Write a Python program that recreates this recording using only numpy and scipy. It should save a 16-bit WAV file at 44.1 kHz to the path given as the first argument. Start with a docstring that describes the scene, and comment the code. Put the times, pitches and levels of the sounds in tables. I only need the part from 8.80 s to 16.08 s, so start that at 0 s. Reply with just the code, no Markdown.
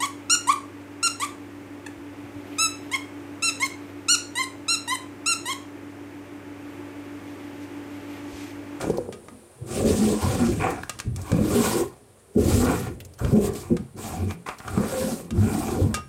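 """In the kitchen of an empty house, old wooden cabinet drawers are pushed shut and pulled open, close by.
Wood slips on wood in many small jolts that ring the cabinet; grit hisses as dust in the runners.
Drawers groan as wavering tones and knock at their stops, ringing the cabinet modes.
Fingers click the metal pulls, a crack of noise with a metal ring; fine ticks are short bands of noise.
Bare walls return a short echo, over the hiss of the still room and the microphone."""
import sys
import numpy as np
from scipy import signal
from scipy.fft import rfft, irfft
from scipy.io import wavfile
from scipy.ndimage import uniform_filter1d, minimum_filter1d

SR = 44100
rng = np.random.default_rng(int(sys.argv[2]) if len(sys.argv) > 2 else 0)


def file_out(sig):
    """Save sig as 16-bit WAV at sys.argv[1]."""
    # one column per channel
    cols = np.atleast_2d(sig).T
    # limit, then scale
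    lim = np.clip(cols, -1, 1)
    pcm = np.round(lim * 32767).astype(np.int16)
    wavfile.write(sys.argv[1], SR, pcm)


N = 321048

# Colour of the still room and microphone hiss. Each row: frequency in Hz, relative level in dB per Hz.
AIR_COLOUR = [(30, -40), (130, -34), (400, -2.5), (1300, -16.5), (6500, -29), (9500, -13.5), (11500, -28),
              (16000, -35.5)]
# Level of that hiss, which sinks a little early on. Each row: time in seconds, level in dB.
AIR_LEVEL = [(1, -53.5), (3.2, -58)]
# Colour of the dust hiss. Each row: frequency in Hz, relative level in dB per Hz.
DUST_COLOUR = [(1500, -14.5), (2700, -6.5), (5900, -6), (8500, -1), (11300, -13.5), (13300, -13.5),
               (16000, -21.5)]
# Runs of fast sliding. Each row: start in seconds, length in seconds, share of the length at which
# speed peaks, dust hiss in dB and scrape of the sides in dB, both at top speed.
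RUNS = [(-.04, 0.43, 0.074, -45, -36), (0.837, 0.31, 0.46, -37.5, -39), (1.048, 1, 0.062, -34, -35),
        (1.41, 1, 0.07, -38, -35), (1.793, 0.28, 0.16, -47.5, -27.5), (2.302, 0.96, 0.42, -45, -38),
        (2.564, 0.55, 0.56, -30.5, -30), (3.506, 0.4, 0.57, -33, -34.5), (3.798, 0.4, 0.2, -36.5, -29.5),
        (4.378, 0.87, 0.14, -47.5, -40), (4.572, 0.14, 0.63, -37.5, -39), (4.749, 0.18, 0.069, -40, -43),
        (5.162, 0.42, 0.25, -42.5, -40), (5.451, 0.12, 0.52, -49.5, -40.5), (5.66, 0.15, 0.1, -48.5, -35),
        (5.688, 0.87, 0.47, -45.5, -37), (5.99, 0.53, 0.41, -37.5, -61), (6.505, 0.75, 0.37, -40, -37)]
# Shoves of the hand. Each row: start in seconds, length in seconds, jolts at the start in dB, jolts at
# the end in dB, weight on the frame at the start in dB re jolts, small panels over large in dB per octave,
# dying away of the panels in dB per second.
SHOVES = [(-.02, 0.11, -26, -29.5, -13, 1, 57), (0.773, 0.33, -45.5, -17.5, -5.5, -2.5, 300),
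          (1.086, 0.25, -27, -21, -11.5, -0.5, 300), (1.404, 0.23, -25.5, -27, -1, -4.5, 300),
          (1.652, 0.22, -21, -29.5, -2.5, -4, 89), (2.238, 0.24, -36, -43.5, 7, -12.5, 112),
          (2.493, 0.49, -23.5, -24, 1.5, -2.3, 185), (3.546, 0.33, -24.5, -19.5, 0.5, -0.4, 84),
          (4.398, 0.063, -26.5, -25, 7.5, -7, 248), (4.512, 0.09, -18, -27, -1, -1.5, 77),
          (4.892, 0.027, -8, -19, -11.5, -9, 224), (5.125, 0.32, -38.5, -33, -1.5, -6.5, 101),
          (5.816, 0.13, -54, -32.5, 6.5, -1, 230), (5.962, 0.32, -23, -28, -7, -2.5, 69),
          (6.495, 0.47, -27, -27, 0.5, -9, 91), (6.938, 0.052, -49, -21.5, 0, 1.5, 147)]
# Faint stirring between strokes. One row: panels, frame, dust and sides, each in dB.
REST_DB = [-60.5, -60, -68.5, -70.5]
# Modes of the heavy frame when rubbed. Each row: frequency in Hz, level in dB, t60 in seconds.
FRAME = [(64.6, -15, 0.13), (92.4, 7.5, 0.075), (131.7, -0.5, 0.2)]
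# Modes of the panels when rubbed. Each row: frequency in Hz, level in dB, t60 in seconds.
PANELS = [(170.5, -8.5, 0.15), (218.4, -0.5, 0.17), (258.4, -3.5, 0.13), (300, -1, 0.096),
          (352, -0.5, 0.12), (411, 6, 0.06), (484.5, -1, 0.14), (546, 0, 0.053)]
# Modes of the sides, the smaller boards, when rubbed. Each row: frequency in Hz, level in dB, t60 in seconds.
SIDES = [(635, 1.5, 0.012), (756, 4, 0.034), (1034, 2, 0.025), (1161, -3, 0.032), (1405, -1, 0.021),
         (1670, -7, 0.024), (1810, -3.5, 0.012), (2393, 0, 0.0094)]
# Clicks of nails and metal pulls. Each row: start in seconds, peak in dB, brightness in dB per octave,
# t60 of the crack in seconds.
CLICKS = [(.011, -24, 0, 0.12), (0.1002, -30, 5, 0.046), (0.325, -26.5, -2, 0.086),
          (0.484, -29.5, -5.5, 0.034), (2.0947, -13.5, 1, 0.042), (2.189, -23, 1, 0.043),
          (2.2, -16.5, 0.5, 0.026), (2.361, -27, 8.5, 0.035), (2.5168, -17, -1, 0.032),
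          (4.447, -22, -4, 0.042), (4.967, -23, -3.5, 0.038), (5.508, -24, -5, 0.027),
          (5.6643, -26, -5, .04), (5.687, -19.5, -5, 0.054), (5.802, -26, -7, 0.03),
          (5.879, -23, -4, 0.054), (5.976, -18, -14, .04), (6.5063, -26, -0.5, 0.046),
          (7.1419, -12.5, 1.5, 0.1), (7.171, -25, -8, 0.094)]
# Modes of a metal pull that rings freely. Each row: frequency in Hz, level in dB, t60 in seconds.
PULL = [(1237, 11.5, 0.19), (1620, 9.5, 0.078), (2325, 7, 0.13), (2750, 0, 0.18), (3420, 3.5, 0.065),
        (5580, -9, 0.34)]
# Knocks on the wood. Each row: start in seconds, peak in dB, frequency in Hz near which the struck part rings.
KNOCKS = [(0.043, -21, 726), (0.07, -15, 316), (0.099, -10, 444), (0.183, -12, 517), (0.289, -20, 468),
          (0.813, -27.5, 114), (1.443, -18, 205), (1.811, -24, 905), (1.824, -21, 1420), (1.868, -16, 1160),
          (2.034, -21.5, 1680), (2.273, -21.5, 122), (2.527, -10, 174), (3.561, -2.5, 247),
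          (4.526, -9.5, 161), (4.913, -12, 238), (5.974, -9.5, 197), (6.537, -14.5, 107.6),
          (6.996, -19, 256), (7.056, -16, 146)]
# Faint ticks of fingernails and loose bits. Each row: start in seconds, peak in dB, centre in Hz.
TICKS = [(.172, -31, 4900), (1.904, -26.5, 8300), (2.032, -33, 3960), (2.415, -34, 6000),
         (4.2025, -32, 2870), (4.249, -35, 7450), (4.3366, -40, 5540), (4.389, -35.5, 5960),
         (4.735, -34, 7000), (5.785, -34, 5250), (5.907, -36, 8000)]
# Groans, where the slipping locks onto one panel. Each row: start in seconds, length in seconds,
# pitch in Hz, peak in dB.
GROANS = [(1.079, 0.36, 213.2, -20), (1.593, 0.11, 241, -16), (2.58, 0.088, 204.7, -18),
          (2.748, 0.096, 225.8, -17), (2.978, 0.11, 412, -25), (3.756, 0.12, 253, -18.5),
          (4.542, 0.14, 208, -19), (5.386, 0.15, 91.3, -21), (6.11, 0.23, 513, -26),
          (6.531, 0.15, 96.3, -14)]

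JOLTS_PER_S, GRITS_PER_S = 350, 3300
SPEED_POWER = 1.91  # rubbing noise grows as speed to this power
LINED_FROM_S, LINING_DB = 2.3, 4.5  # the later drawers run on paper lining, which hisses brighter
RISE_S, FRAME_EASE_DB_PER_S = 0.023, 22  # the frame takes most weight as the drawer breaks loose
FRAME_SETTLE = 0.58  # the heavy frame dies away at this share of the panels' rate
LOOSE_T60 = 0.095  # crack t60 (s) of a pull that rings freely
CONTROL_S = 0.001  # step of the control rows
LIMIT, EDGE_HZ = 0.36, 15900  # peak amplitude the limiter aims at, top of the band


def gain_of(db):
    """Decibels to gain."""
    return 10 ** (np.asarray(db) / 20)


def evened(x):
    """Scales to rms 1."""
    return x / np.sqrt(np.mean(x ** 2) + 1e-20)


def peaked(x):
    """Scales to peak 1."""
    return x / abs(x).max()


def add(mix, s, sound):
    """Mixes a sound in at time s."""
    part = mix[round(s * SR):][:len(sound)]
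    part += sound[:len(part)]


def coloured(x, points):
    """Shapes a signal by a spectrum of (Hz, dB) points, joined on a log frequency scale."""
    f, db = np.transpose(points)
    hz = np.fft.rfftfreq(len(x), 1 / SR)
    shape_db = np.interp(np.log(hz + 1), np.log(f + 1), db)
    return irfft(rfft(x) * gain_of(shape_db), len(x))


def softened(x, s):
    """A blow lasts s seconds, which takes off its treble."""
    push = np.hanning(round(s * SR) + 2)
    return signal.oaconvolve(x, push / push.sum())[:len(x)]


def ring(hz, db, t60, count=9000):
    """One dying mode."""
    t = np.arange(count) / SR
    return gain_of(db - 60 * t / t60) * np.sin(2 * np.pi * hz * t)


def grains(per_s, spread_db):
    """Sparse impulses of random sign, a few of them large."""
    place, size, sign = rng.random((round(per_s * N / SR), 3)).T
    size_db = spread_db * np.minimum(-np.log(1 - size), 4)
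    out = np.zeros(N)
    out[(place * N).astype(int)] = gain_of(size_db) * np.sign(sign - 0.5)
    return evened(out)


def wander(per_s):
    """Random drift of rms 1 through per_s new values a second."""
    steps = np.arange(0, N + SR, SR / per_s)
    return evened(np.interp(np.arange(N), steps, rng.standard_normal(len(steps))))


def stretched(rows):
    """Reads control rows at every sample."""
    place = np.arange(N) / SR / CONTROL_S
    return [np.interp(place, np.arange(len(row)), row) for row in rows]


def still_air():
    """Still room and microphone hiss: coloured noise at a slowly sinking level."""
    s, db = np.transpose(AIR_LEVEL)
    level_db = np.interp(np.arange(N) / SR, s, db)
    return gain_of(level_db) * evened(coloured(rng.standard_normal(N), AIR_COLOUR))


def running():
    """Speed arches over each run and sets the rubbing noise: dust dB, scrape dB."""
    t = np.arange(0, N / SR, CONTROL_S)
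    power = gain_of(np.array(REST_DB[2:])[:, None]) ** 2 + 0 * t
    for s, length, top, hiss_db, scrape_db in RUNS:
        u = np.clip((t - s) / length, 0, 1)
        bend = np.log(0.5) / np.log(np.clip(top, 0.05, 0.95))  # puts the arch's crown at the top-speed share
        speed = abs(np.sin(np.pi * u ** bend))
        power = power + (gain_of([[hiss_db], [scrape_db]]) * speed ** SPEED_POWER) ** 2
    return stretched(10 * np.log10(power))


def dust():
    """Fine grit between the boards: hiss with grains in it, its colour shifting in patches."""
    rub = rng.standard_normal(N) + 0.5 * grains(GRITS_PER_S, spread_db=4.0)
    hz, t, spectrum = signal.stft(evened(coloured(rub, DUST_COLOUR)), SR, nperseg=256)
    patches = rng.standard_normal(spectrum.shape[::-1]).T
    patches = uniform_filter1d(patches, size=10, axis=0)  # smooth over frequency
    patches = evened(uniform_filter1d(patches, size=14, axis=1))  # and over time
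    lining_db = LINING_DB * np.outer(hz > 10500, t > LINED_FROM_S)
    shifting = spectrum * gain_of(1.82 * patches + lining_db)
    hiss = signal.istft(shifting, SR, nperseg=256)[1][:N]
    dust_db, _ = running()
    return hiss * gain_of(dust_db + 1.1 * wander(60.0))


def shoving():
    """Each shove rises, leans from its start to its end force and dies away: panel dB, frame dB, lean."""
    t = np.arange(0, N / SR, CONTROL_S)
    panels = gain_of(REST_DB[0]) ** 2 + 0 * t
    frame = gain_of(REST_DB[1]) ** 2 + 0 * t
    lean = 0 * t
    for s, length, first_db, last_db, frame_db, lean_db, fall_db in SHOVES:
        u = np.clip((t - s) / length, 0, 1)
        after = np.maximum(t - s - length, 0)
        onset = np.clip((t - s) / RISE_S, 0, 1)
        jolt_db = first_db + (last_db - first_db) * u
        power = (onset * gain_of(jolt_db - fall_db * after)) ** 2
        panels = panels + power
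        lean = lean + lean_db * power  # the stronger shove decides the lean
        eased_db = jolt_db + frame_db - FRAME_EASE_DB_PER_S * length * u
        frame = frame + (onset * gain_of(eased_db - FRAME_SETTLE * fall_db * after)) ** 2
    return stretched([10 * np.log10(panels), 10 * np.log10(frame), lean / panels])


def rubbed(modes, level_db, lean_db, shared, drift_db):
    """Jolts drive each mode; as the contact point moves, shares drift and lean to high or low modes."""
    centre = np.sqrt(modes[0][0] * modes[-1][0])
    shares = [gain_of(lean_db * np.log2(hz / centre)) for hz, db, t60 in modes]
    energy = sum(share ** 2 * np.sum(ring(*mode) ** 2) for share, mode in zip(shares, modes))
    scale = np.sqrt(energy)
    out = np.zeros(N)
    for k, (share, mode) in enumerate(zip(shares, modes)):
        jolts = evened(shared + 0.9 * grains(JOLTS_PER_S, spread_db=3.0))
        jolts = jolts * gain_of(level_db + drift_db * wander(9.0))
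        rung = signal.oaconvolve(jolts * share / scale, ring(*mode))[:N]
        out += (-1) ** k * rung  # neighbours swing opposite ways
    return out


def sliding():
    """Stick and slip in the runners ring frame, panels and sides."""
    jolt_db, frame_db, lean_db = shoving()
    dust_db, scrape_db = running()
    shared = grains(JOLTS_PER_S, spread_db=2.0)
    frame = rubbed(FRAME, frame_db, 0, shared, drift_db=3.0)
    panels = rubbed(PANELS, jolt_db, lean_db, shared, drift_db=5.0)
    side_lean_db = 0.22 * (scrape_db - dust_db)  # a dry scrape with little dust rings the smaller boards
    sides = rubbed(SIDES, scrape_db + 2.0 * wander(35.0), side_lean_db, shared, drift_db=3.0)
    return softened(frame + panels, 0.0015) + softened(sides, 0.00019)


def room_echo(x):
    """Bare walls: sparse taps of random sign, dying away and dulled."""
    t = np.arange(SR // 2) / SR
    present = (rng.random(len(t)) < 2000 / SR) * (t > 0.008)  # 2000 taps a second after the first 8 ms
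    taps = rng.choice([-1., 1.], len(t)) * present
    tail = coloured(taps * gain_of(-60 * t / 0.31), [(100, -17.5), (2000, 0.0), (12000, -21.0)])
    return signal.oaconvolve(x, tail / np.linalg.norm(tail))[:N]


def clicks():
    """A short crack with a faint rattle after it; the looser the pull, the longer the crack and its ring."""
    out, t = np.zeros(N), np.arange(9000) / SR
    for s, db, tilt_db, crack_t60 in CLICKS:
        colour = [(300, 4.5 - 2 * tilt_db), (900, -2 * tilt_db), (3600, 0),
                  (8500, tilt_db - 0.5), (11000, tilt_db - 10.0), (16000, tilt_db - 21.0)]
        snap = gain_of(-60 * t / 0.018)
        body = 0.94 * gain_of(-60 * t / crack_t60)
        rattle = gain_of(-18 - 60 * t / 0.25)
        noise = evened(coloured(rng.standard_normal(len(t)), colour))
        crack = noise * np.minimum(t / 0.0009, 1) * (snap + body + rattle)
        spot_db = 2.5 * rng.standard_normal(len(PULL))  # each click favours other modes
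        metal = sum(ring(hz, mode_db + e + tilt_db * np.log2(hz / 3600), t60 * crack_t60 / LOOSE_T60)
                    for (hz, mode_db, t60), e in zip(PULL, spot_db))
        add(out, s, gain_of(db) * peaked(peaked(crack) + 0.41 * peaked(metal)))
    return out


def knocks():
    """A soft blow rings the cabinet modes near the struck part most; the hand damps them."""
    out = np.zeros(N)
    modes = [*FRAME, *PANELS, *SIDES]
    for s, db, hz in KNOCKS:
        cabinet = 0
        for k, (mode_hz, mode_db, t60) in enumerate(modes):
            far_db = np.minimum(10 * np.log2(mode_hz / hz) ** 2, 32.0)
            cabinet = cabinet + (-1) ** k * ring(mode_hz, mode_db - far_db, 0.5 * t60)  # damped to half the t60
        struck_part = ring(hz, 1.4, 24.0 / hz)
        sound = softened(peaked(cabinet) + struck_part, 0.39 / hz)  # small parts are struck more sharply
        add(out, s, gain_of(db) * peaked(sound))
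    return out


def ticks():
    """A tiny burst of noise in a broad band, quick to rise and to die."""
    out, t = np.zeros(N), np.arange(1500) / SR
    for s, db, hz in TICKS:
        band = [(0.5 * hz, -11.0), (hz, 0.0), (2 * hz, -11.0)]  # fainter an octave away
        noise = coloured(rng.standard_normal(len(t)), band)
        sound = noise * np.minimum(t / 0.00061, 1) * gain_of(-60 * t / 0.053)
        add(out, s, gain_of(db) * peaked(sound))
    return out


def groans():
    """Slipping locked onto one panel: a wavering tone that swells quickly and fades."""
    out, waver = np.zeros(N), wander(30.0)
    for s, length, hz, db in GROANS:
        u = np.arange(0, 1, 1 / (length * SR))
        pitch = hz * (1 + 0.024 * waver[round(s * SR):][:len(u)])
        turns = np.cumsum(pitch) / SR + rng.random()
        swell = np.sin(np.pi * u ** 0.7)
        add(out, s, gain_of(db) * swell * np.sin(2 * np.pi * turns))
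    return out


def scene():
    """Cabinet sounds, their echo and the still air."""
    cabinet = dust() + sliding() + clicks() + knocks() + ticks() + groans()
    return (cabinet + gain_of(-18.5) * room_echo(cabinet) + still_air())[None]


def record(dry):
    """The microphone cuts the deep bass, a quick limiter holds the peaks; then the band limit."""
    thin = signal.sosfilt(signal.butter(4, 46, "high", fs=SR, output="sos"), dry)
    gain = np.minimum(1, LIMIT / (abs(thin) + 1e-9))
    smooth_gain = uniform_filter1d(minimum_filter1d(gain, size=401), size=201)  # ducks just ahead of a peak
    band = signal.firwin(511, EDGE_HZ, window=("kaiser", 9), fs=SR)
    return signal.oaconvolve(thin * smooth_gain, band[None], "same")


dry = scene()
out = record(dry)
file_out(out)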